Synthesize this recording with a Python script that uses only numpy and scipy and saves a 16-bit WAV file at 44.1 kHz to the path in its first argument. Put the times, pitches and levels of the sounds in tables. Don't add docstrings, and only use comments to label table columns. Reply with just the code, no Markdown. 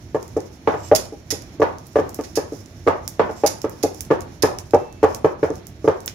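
import sys
import numpy as np
from scipy import signal
from scipy.fft import rfft, irfft, next_fast_len
from scipy.io import wavfile

SR = 44100
rng = np.random.default_rng(int(sys.argv[2]) if len(sys.argv) > 2 else 0)


def wrap_up_sound(samples):
    columns = np.atleast_2d(samples).T
    tamed = np.clip(columns, -1, 1)
    steps = np.round(tamed * 32767).astype(np.int16)
    wavfile.write(sys.argv[1], SR, steps)


N = 270774

# (frequency [Hz], t60 [s])
STALL_DECAY = [(100, 0.61), (400, 0.36), (1000, 0.4), (2700, 0.3), (6000, 0.29), (10000, 0.28),
               (16000, 0.11)]
# (delay [s], gain [factor])
HOOD_ECHOES = [(0.00661, 0.11), (0.00704, 0.63), (0.00868, 0.52), (0.0135, 0.62), (0.0148, 0.13),
               (0.021, 0.27), (0.0236, -0.22)]
# (frequency [Hz], left - right [dB])
PORT_BALANCE = [(2000, 1.5), (4000, -9), (6200, -15), (9500, -13.5), (12000, -4.5), (15000, 1)]
# (frequency [Hz], relative level [dB])
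FAN_COLOUR = [(15, -42), (25, -27), (75, 0.5), (109, -2), (133, -4), (168, -6), (345, -7.5), (425, -16),
              (556, -20), (604, -15), (758, -19.5), (971, -24.5), (2310, -25.5), (2680, -29.5), (3500, -30),
              (4550, -30), (7700, -120)]
# (frequency [Hz], correlation [0-1])
FAN_LIKENESS = [(60, 0.97), (200, 0.97), (500, 1), (1200, 0)]
# (frequency [Hz], relative level [dB])
SIZZLE_COLOUR = [(1200, -19.5), (2600, -14.5), (4200, -6), (5400, 10), (7300, 1.5), (7900, -12),
                 (10000, -2), (15500, -4), (16500, -29.5)]
# (frequency [Hz], relative level [dB])
STEEL_COLOUR = [(400, -2), (1200, -13), (2300, -1), (2900, -8), (4400, -7.5), (5400, 1), (7400, -6),
                (8000, -16.5), (9200, -14), (12000, -13.5), (15500, -19.5), (16500, -42)]
# (time [s], frequency [Hz], level [dB], t60 [s])
BLADE_RINGS = [(4.735, 2659, -50, 1.5), (4.735, 3112, -62, .9), (.95, 2400, -55, .9)]
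# (start [s], end [s], rasp level [dB], squeal level [dB])
BLADE_DRAGS = [(.765, .83, -56, -58), (.815, .915, -48, -53), (3.345, 3.44, -50, -59)]
# (frequency [Hz], relative level [dB])
SQUEAL_PARTIALS = [(2955, -9), (6298, -14), (7547, 0), (14002, -9)]
# (time [s], level [dB], brightness [dB/octave])
TIP_STRIKES = [(0.228, -33.5, 7), (1.869, -35, 18), (2.093, -30, 9), (2.145, -24, 12), (2.211, -31, 3),
               (3.0782, -16, 9), (3.6177, -26.5, 3.5), (3.696, -31.5, 18), (3.9462, -33, 8),
               (4.0073, -17.5, 11.5), (4.2074, -29.5, 5), (4.5864, -21, 2.5), (5.1472, -21, 6.5),
               (5.669, -29, 13), (6.06, -18.5, 20.5), (6.0783, -16, -2.5)]
# (time [s], relative level [dB], contact [s], brightness [dB/octave])
BLADE_WIPES = [(0.9499, -21, 0.014, 5), (1.305, -26, .014, 2.5), (2.24, -43, 0.016, -3),
               (2.3547, -31.5, .018, 3.5), (3.4619, -25, 0.014, 3.5), (3.828, -31.5, 0.011, 3),
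               (4.4228, -24.5, 0.0058, 2.5)]
# (frequency [Hz], relative level [dB], t60 [s])
CLANG_MODES = [(582, 1.5, 0.035), (605.6, 2.5, 0.059), (694.3, -3.5, 0.032), (788, 1, 0.048),
               (844, 1.5, 0.05)]
# (frequency [Hz], width [Hz], relative level [dB])
BARE_STEEL_MODES = [(850, 300, -10), (1101, 25, -5.5), (1169, 49, 7), (1400, 120, -20), (1722, 62, -3.5),
                    (2190, 55, -13), (2680, 66, -31)]
# (frequency [Hz], relative level [dB])
CRACK_COLOUR = [(150, -1.5), (400, 1.5), (750, 4.5), (1100, 1.5), (1700, -7.5), (2400, -14), (3500, -23),
                (6500, -33.5), (8500, -62.5), (16000, -48)]
# (frequency [Hz], relative level [dB], t60 [s])
THUMP_MODES = [(89, -24, .22), (165, -34, .13), (293, -7.5, .035), (424, 5, .018), (550, 4, .01),
               (872, -12, .045)]
# (time [s], force [dB], bite [0 all meat, 1 or more bare steel], squareness [0-1])
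CHOP_HITS = [(0.146, -8.5, 0.52, 0.74), (0.3656, -8.5, 0.13, 0.5), (0.6738, -3.5, 1.13, 0.37),
             (.738, -16.5, 1.04, 0.88), (0.9149, -1, 0.43, 0.97), (1.123, -24.5, 0, 0.59),
             (1.325, -18.5, 0.2, 0.55), (1.598, -9.5, 0.05, 0.1), (1.618, -1.5, 0.89, 0),
             (1.957, -3, 0.61, 0.81), (1.987, -6.5, 0.71, 0.3), (2.189, -14, 0.46, 0.48),
             (2.373, -7, 0.53, 0.52), (2.521, -19, 0.1, 0.1), (2.866, -10, 0.3, 0.3),
             (2.874, -1.5, 0.97, 0.15), (3.1947, -3, 1, 0.14), (3.293, -20, 1.2, 0.86),
             (3.4355, -4.5, 0.65, 0.9), (3.6424, -10.5, 0.68, 0.14), (3.8365, -5.5, 0.13, 0.75),
             (4.1042, -10, 0.8, 0.5), (4.11, -1, .6, 0.1), (4.4349, -2, 0.85, 0.2), (4.7351, 0, 0.2, 0.6),
             (4.7434, -3.5, 0.17, 0.96), (5.029, -1.5, 0.53, 0), (5.0383, -2, 0.71, 0.79),
             (5.245, -0.5, 0.5, 0.46), (5.4294, -3.5, 0.61, 0.08), (5.502, -13.5, 0, 0),
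             (5.8433, -11, 0.32, 0.28), (5.877, 0.5, 0.53, 0.17)]


def amp(db):
    return 10 ** (np.asarray(db) / 20)


def share(x):
    return np.clip(x, 0, 1)


def unit(x):
    return x / np.sqrt(np.mean(x ** 2) + 1e-20)


def read(points, hz):
    f, value = np.transpose(points)
    return np.interp(np.log(hz + 1), np.log(f), value)


def add(mix, s, sound):
    part = mix[..., max(round(s * SR), 0):][..., :sound.shape[-1]]
    part += sound[..., :part.shape[-1]]


def pan(x, left_db):
    return x * amp([[left_db / 2], [-left_db / 2]])


def band(x, low_hz, high_hz):
    return signal.sosfilt(signal.butter(2, [low_hz, high_hz], "band", fs=SR, output="sos"), x)


def mode(t, hz, t60):
    return np.exp(-np.log(1000) * t / t60) * np.sin(2 * np.pi * hz * t)


def wander(rate_hz, size):
    padded = next_fast_len(size, real=True)
    lowpass = np.exp(-(np.fft.rfftfreq(padded, 1 / SR) / rate_hz) ** 2)
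    return unit(irfft(rfft(rng.standard_normal(padded)) * lowpass, padded)[:size])


def noise(colour, size, likeness=0., bright_db=0.):
    hz = np.fft.rfftfreq(size, 1 / SR)
    left, other = rfft(rng.standard_normal((2, size)))
    right = likeness * left + np.sqrt(1 - likeness ** 2) * other
    tilt_db = bright_db * np.log2(np.maximum(hz, 3000) / 3000)
    return unit(irfft(np.array([left, right]) * amp(read(colour, hz) + tilt_db), size))


def stall(x, build_s):
    size, out = 30000, np.zeros((2, N))
    for k in range(3):
        taps = rng.standard_normal((2, size)) * (rng.random((2, size)) < 0.1)
        hz, t, spectrum = signal.stft(taps, SR, nperseg=256)
        decay = amp(-60 * t / read(STALL_DECAY, hz)[:, None])
        tail = signal.istft(spectrum * decay, SR, nperseg=256)[1]
        tail *= 1 - np.exp(-(np.arange(tail.shape[1]) / SR / build_s) ** 2)
        tail /= np.linalg.norm(tail[0])
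        crossfade = np.sqrt(2 / 3) * np.cos(np.pi * (np.arange(N) / SR + k / 3))
        out += signal.fftconvolve(np.atleast_2d(x) * crossfade, tail, axes=1)[:, :N]
    return out


def hood(x):
    out = x.copy()
    for delay_s, gain in HOOD_ECHOES:
        add(out, delay_s, gain * x)
    return out


def ports(x):
    size = next_fast_len(N, real=True)
    side_db = read(PORT_BALANCE, np.fft.rfftfreq(size, 1 / SR)) / 2
    return irfft(rfft(x, size) * amp([side_db, -side_db]), size)[:, :N]


def fan(air_db=-43, hum_hz=91, hum_db=-48, waver_hz=9, rumble_db=-47):
    likeness = read(FAN_LIKENESS, np.fft.rfftfreq(N, 1 / SR))
    air = noise(FAN_COLOUR, N, likeness) * amp(wander(6, N))
    pitch_hz = hum_hz + waver_hz * wander(16.3, N)
    hum = np.sin(2 * np.pi * np.cumsum(pitch_hz) / SR) * amp(3.2 * wander(15, N))
    rumble = band(rng.standard_normal(N), low_hz=55, high_hz=130) * amp(4 * wander(10, N))
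    return pan(amp(air_db) * air + amp(hum_db) * unit(hum) + amp(rumble_db) * unit(rumble), left_db=-3)


def steam(events, fade_s, rise_s=0.013):
    t = np.arange(N) / SR
    starts = np.sort([-np.inf] + [row[0] for row in events])
    age = t - starts[np.searchsorted(starts, t) - 1]
    return (1 - np.exp(-age / rise_s)) * np.exp(-age / fade_s)


def sizzle(hiss_db=-60, pops_db=-73, pops_per_s=160, spread_db=8, flutter_db=3.16, drying_db_per_s=0.14):
    pop_gains = amp(spread_db * np.minimum(rng.exponential(1, N), 4))
    triggers = pop_gains * (rng.random(N) < pops_per_s / SR)
    pop = noise(STEEL_COLOUR, size=256, bright_db=3) * np.exp(-np.arange(256) / SR / .0005)
    pops = unit(signal.oaconvolve(triggers[None], pop, axes=1)[:, :N])
    swell_db = 5.5 * steam(CHOP_HITS, fade_s=0.055) + 3.5 * steam(BLADE_WIPES, fade_s=0.13)
    drying_db = drying_db_per_s * np.arange(N) / SR
    envelope = amp(swell_db - drying_db + flutter_db * wander(15, N))
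    return envelope * ports(amp(hiss_db) * noise(SIZZLE_COLOUR, N) + amp(pops_db) * pops)


def rings():
    t, out = np.arange(SR) / SR, np.zeros(N)
    for s, hz, db, t60 in BLADE_RINGS:
        add(out, s, amp(db) * mode(t, hz, t60))
    return out


def scrapes(waver=0.009, room_db=-6):
    out = np.zeros((2, N))
    for start, end, rasp_db, squeal_db in BLADE_DRAGS:
        size = round((end - start) * SR)
        wavering_t = np.cumsum(1 + waver * wander(200, size)) / SR
        partials = sum(amp(db) * np.sin(2 * np.pi * hz * wavering_t) for hz, db in SQUEAL_PARTIALS)
        squeal = amp(squeal_db) * unit(partials * amp(6 * wander(90, size)))
        rasp = amp(rasp_db) * noise(STEEL_COLOUR, size)
        add(out, start, (rasp + squeal) * signal.windows.tukey(size, .5))
    return ports(out) + amp(room_db) * stall(out, build_s=0.009)


def grazes(per_s=3, top_db=-34, spread_db=9, bright_db=5, bright_spread_db=6):
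    count = round(per_s * N / SR)
    when, softness, colour = rng.random((count, 3)).T
    times = (np.arange(count) + when) / count * N / SR
    return list(zip(times, top_db - spread_db * softness, bright_db + bright_spread_db * (colour - .5)))


def ticks(snap_s=0.0012, scatter_db=-21, scatter_s=0.008, room_db=-10):
    size = 4096
    t, out = np.arange(size) / SR, np.zeros((2, N))
    bloom = t / scatter_s * np.exp(1 - t / scatter_s)
    for s, db, bright_db in TIP_STRIKES + grazes():
        snap = noise(STEEL_COLOUR, size, bright_db=bright_db) * np.exp(-t / snap_s)
        snap /= np.sqrt(np.sum(snap ** 2, axis=1, keepdims=True) / (snap_s * SR / 2))
        scatter = noise(STEEL_COLOUR, size, bright_db=bright_db + 3) * bloom
        add(out, s, amp(db) * (snap + amp(scatter_db) * scatter))
    return ports(out) + amp(room_db) * stall(out, build_s=0.0012)


def blade_body(x, t60=0.008, count=400):
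    t = np.arange(4000) / SR
    hz = rng.uniform(1760, 16090, (count, 1))
    ring = rng.standard_normal((2, count)) @ mode(t, hz, t60)
    return signal.oaconvolve(x, ring / np.linalg.norm(ring[0]), axes=1)[:, :N]


def clinks(gain_db=3.5, chatter_db=3, attack_s=0.00028, release_s=0.0049, ring_db=-8, room_db=-6):
    size = 4096
    t, out = np.arange(size) / SR, np.zeros((2, N))
    for s, db, contact_s, bright_db in BLADE_WIPES:
        touch = (1 - np.exp(-t / attack_s)) * np.exp(-np.maximum(t - contact_s, 0) / release_s)
        chatter = amp(chatter_db * wander(640, size))
        add(out, s, amp(db + gain_db) * touch * chatter * noise(STEEL_COLOUR, size, bright_db=bright_db))
    near = out + amp(ring_db) * blade_body(out)
    return ports(near) + amp(room_db) * pan(stall(near, build_s=0.0043), left_db=-7)


def smacks(gain_db=-44, bite_db=-4, per_force=0.77, rise_s=0.0016, fade_s=0.017):
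    size = 4096
    t, out = np.arange(size) / SR, np.zeros((2, N))
    for s, force_db, bite, _ in CHOP_HITS:
        burst = (1 - np.exp(-t / rise_s)) * np.exp(-t / fade_s) * amp(7.2 * wander(500, size))
        spit = burst * noise(STEEL_COLOUR, size, bright_db=4)
        add(out, s, amp(gain_db + per_force * force_db + bite_db * share(bite)) * spit)
    return ports(out)


def clangs(gain_db=-4.5, slant_db=-20, detune=0.035, room_db=-10):
    t, out = np.arange(8192) / SR, np.zeros(N)
    for s, force_db, _, square in CHOP_HITS:
        clang_db = gain_db + force_db + slant_db * (1 - share(square))
        ring = sum((-1) ** k * amp(db) * mode(t, hz * rng.normal(1, detune), t60)
                   for k, (hz, db, t60) in enumerate(CLANG_MODES))
        add(out, s, amp(clang_db) * ring / abs(ring).max())
    out = band(out, low_hz=254, high_hz=2510)
    return pan(hood(out), left_db=-.8) + amp(room_db) * stall(out, build_s=0.0041)


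def knocks(cushion_db=-17, ring_db=-21, crack_db=-9, crack_s=0.014, room_db=-4, ring_send_db=-4):
    size = 8192
    t, ringing, cracks = np.arange(size) / SR, np.zeros(N), np.zeros((2, N))
    crack_envelope = (1 - np.exp(-t / 0.00017)) * np.exp(-t / crack_s)
    for s, force_db, bite, _ in CHOP_HITS:
        knock_db = force_db + cushion_db * (1 - share(bite))
        ring = np.zeros(size)
        for hz, width, db in BARE_STEEL_MODES:
            gain, pitch_hz = amp(rng.normal(db, 3.3)), hz * rng.normal(1, 0.0097)
            ring += gain * np.exp(-np.pi * width * t) * np.sin(2 * np.pi * pitch_hz * t)
        crack = noise(CRACK_COLOUR, size, likeness=0.075) * crack_envelope
        add(ringing, s, amp(knock_db + ring_db) * ring)
        add(cracks, s, amp(knock_db + crack_db) * crack)
    near = pan(cracks + hood(ringing), left_db=-1.5)
    far = amp(room_db) * stall(cracks + amp(ring_send_db) * ringing, build_s=0.0094)
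    return band(near + far, low_hz=185, high_hz=7640)


def thumps(spread_db=1, detune=0.0095, room_db=-12):
    t, out = np.arange(SR // 4) / SR, np.zeros(N)
    for s, force_db, bite, square in CHOP_HITS:
        tilt_db = -3 + 6 * share(bite) + 1.5 * share(square) + 0.56 * force_db
        ring = np.zeros(len(t))
        for k, (hz, db, t60) in enumerate(THUMP_MODES):
            gain = amp(rng.normal(db, spread_db) + tilt_db * np.log2(max(hz, 300) / 400))
            polarity = (-1) ** k
            ring += polarity * gain * mode(t, hz * rng.normal(1, detune), t60)
        add(out, s, amp(force_db) * ring / abs(ring).max())
    out = band(out, low_hz=45, high_hz=2480)
    far = amp(room_db) * stall(band(out, low_hz=298, high_hz=3000), build_s=0.013)
    return pan(hood(out), left_db=-.8) + far


def scene():
    chopping = thumps() + clangs() + knocks() + smacks()
    return chopping + clinks() + ticks() + scrapes() + rings() + fan() + sizzle()


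def record(dry, ceiling=.96, cutoff_hz=16300):
    rounded = dry / (1 + (dry / ceiling) ** 8) ** (1 / 8)
    lowpass = signal.firwin(255, cutoff_hz, window=("kaiser", 9), fs=SR)
    return signal.oaconvolve(rounded, lowpass[None], "same")


dry = scene()
out = record(dry)
wrap_up_sound(out)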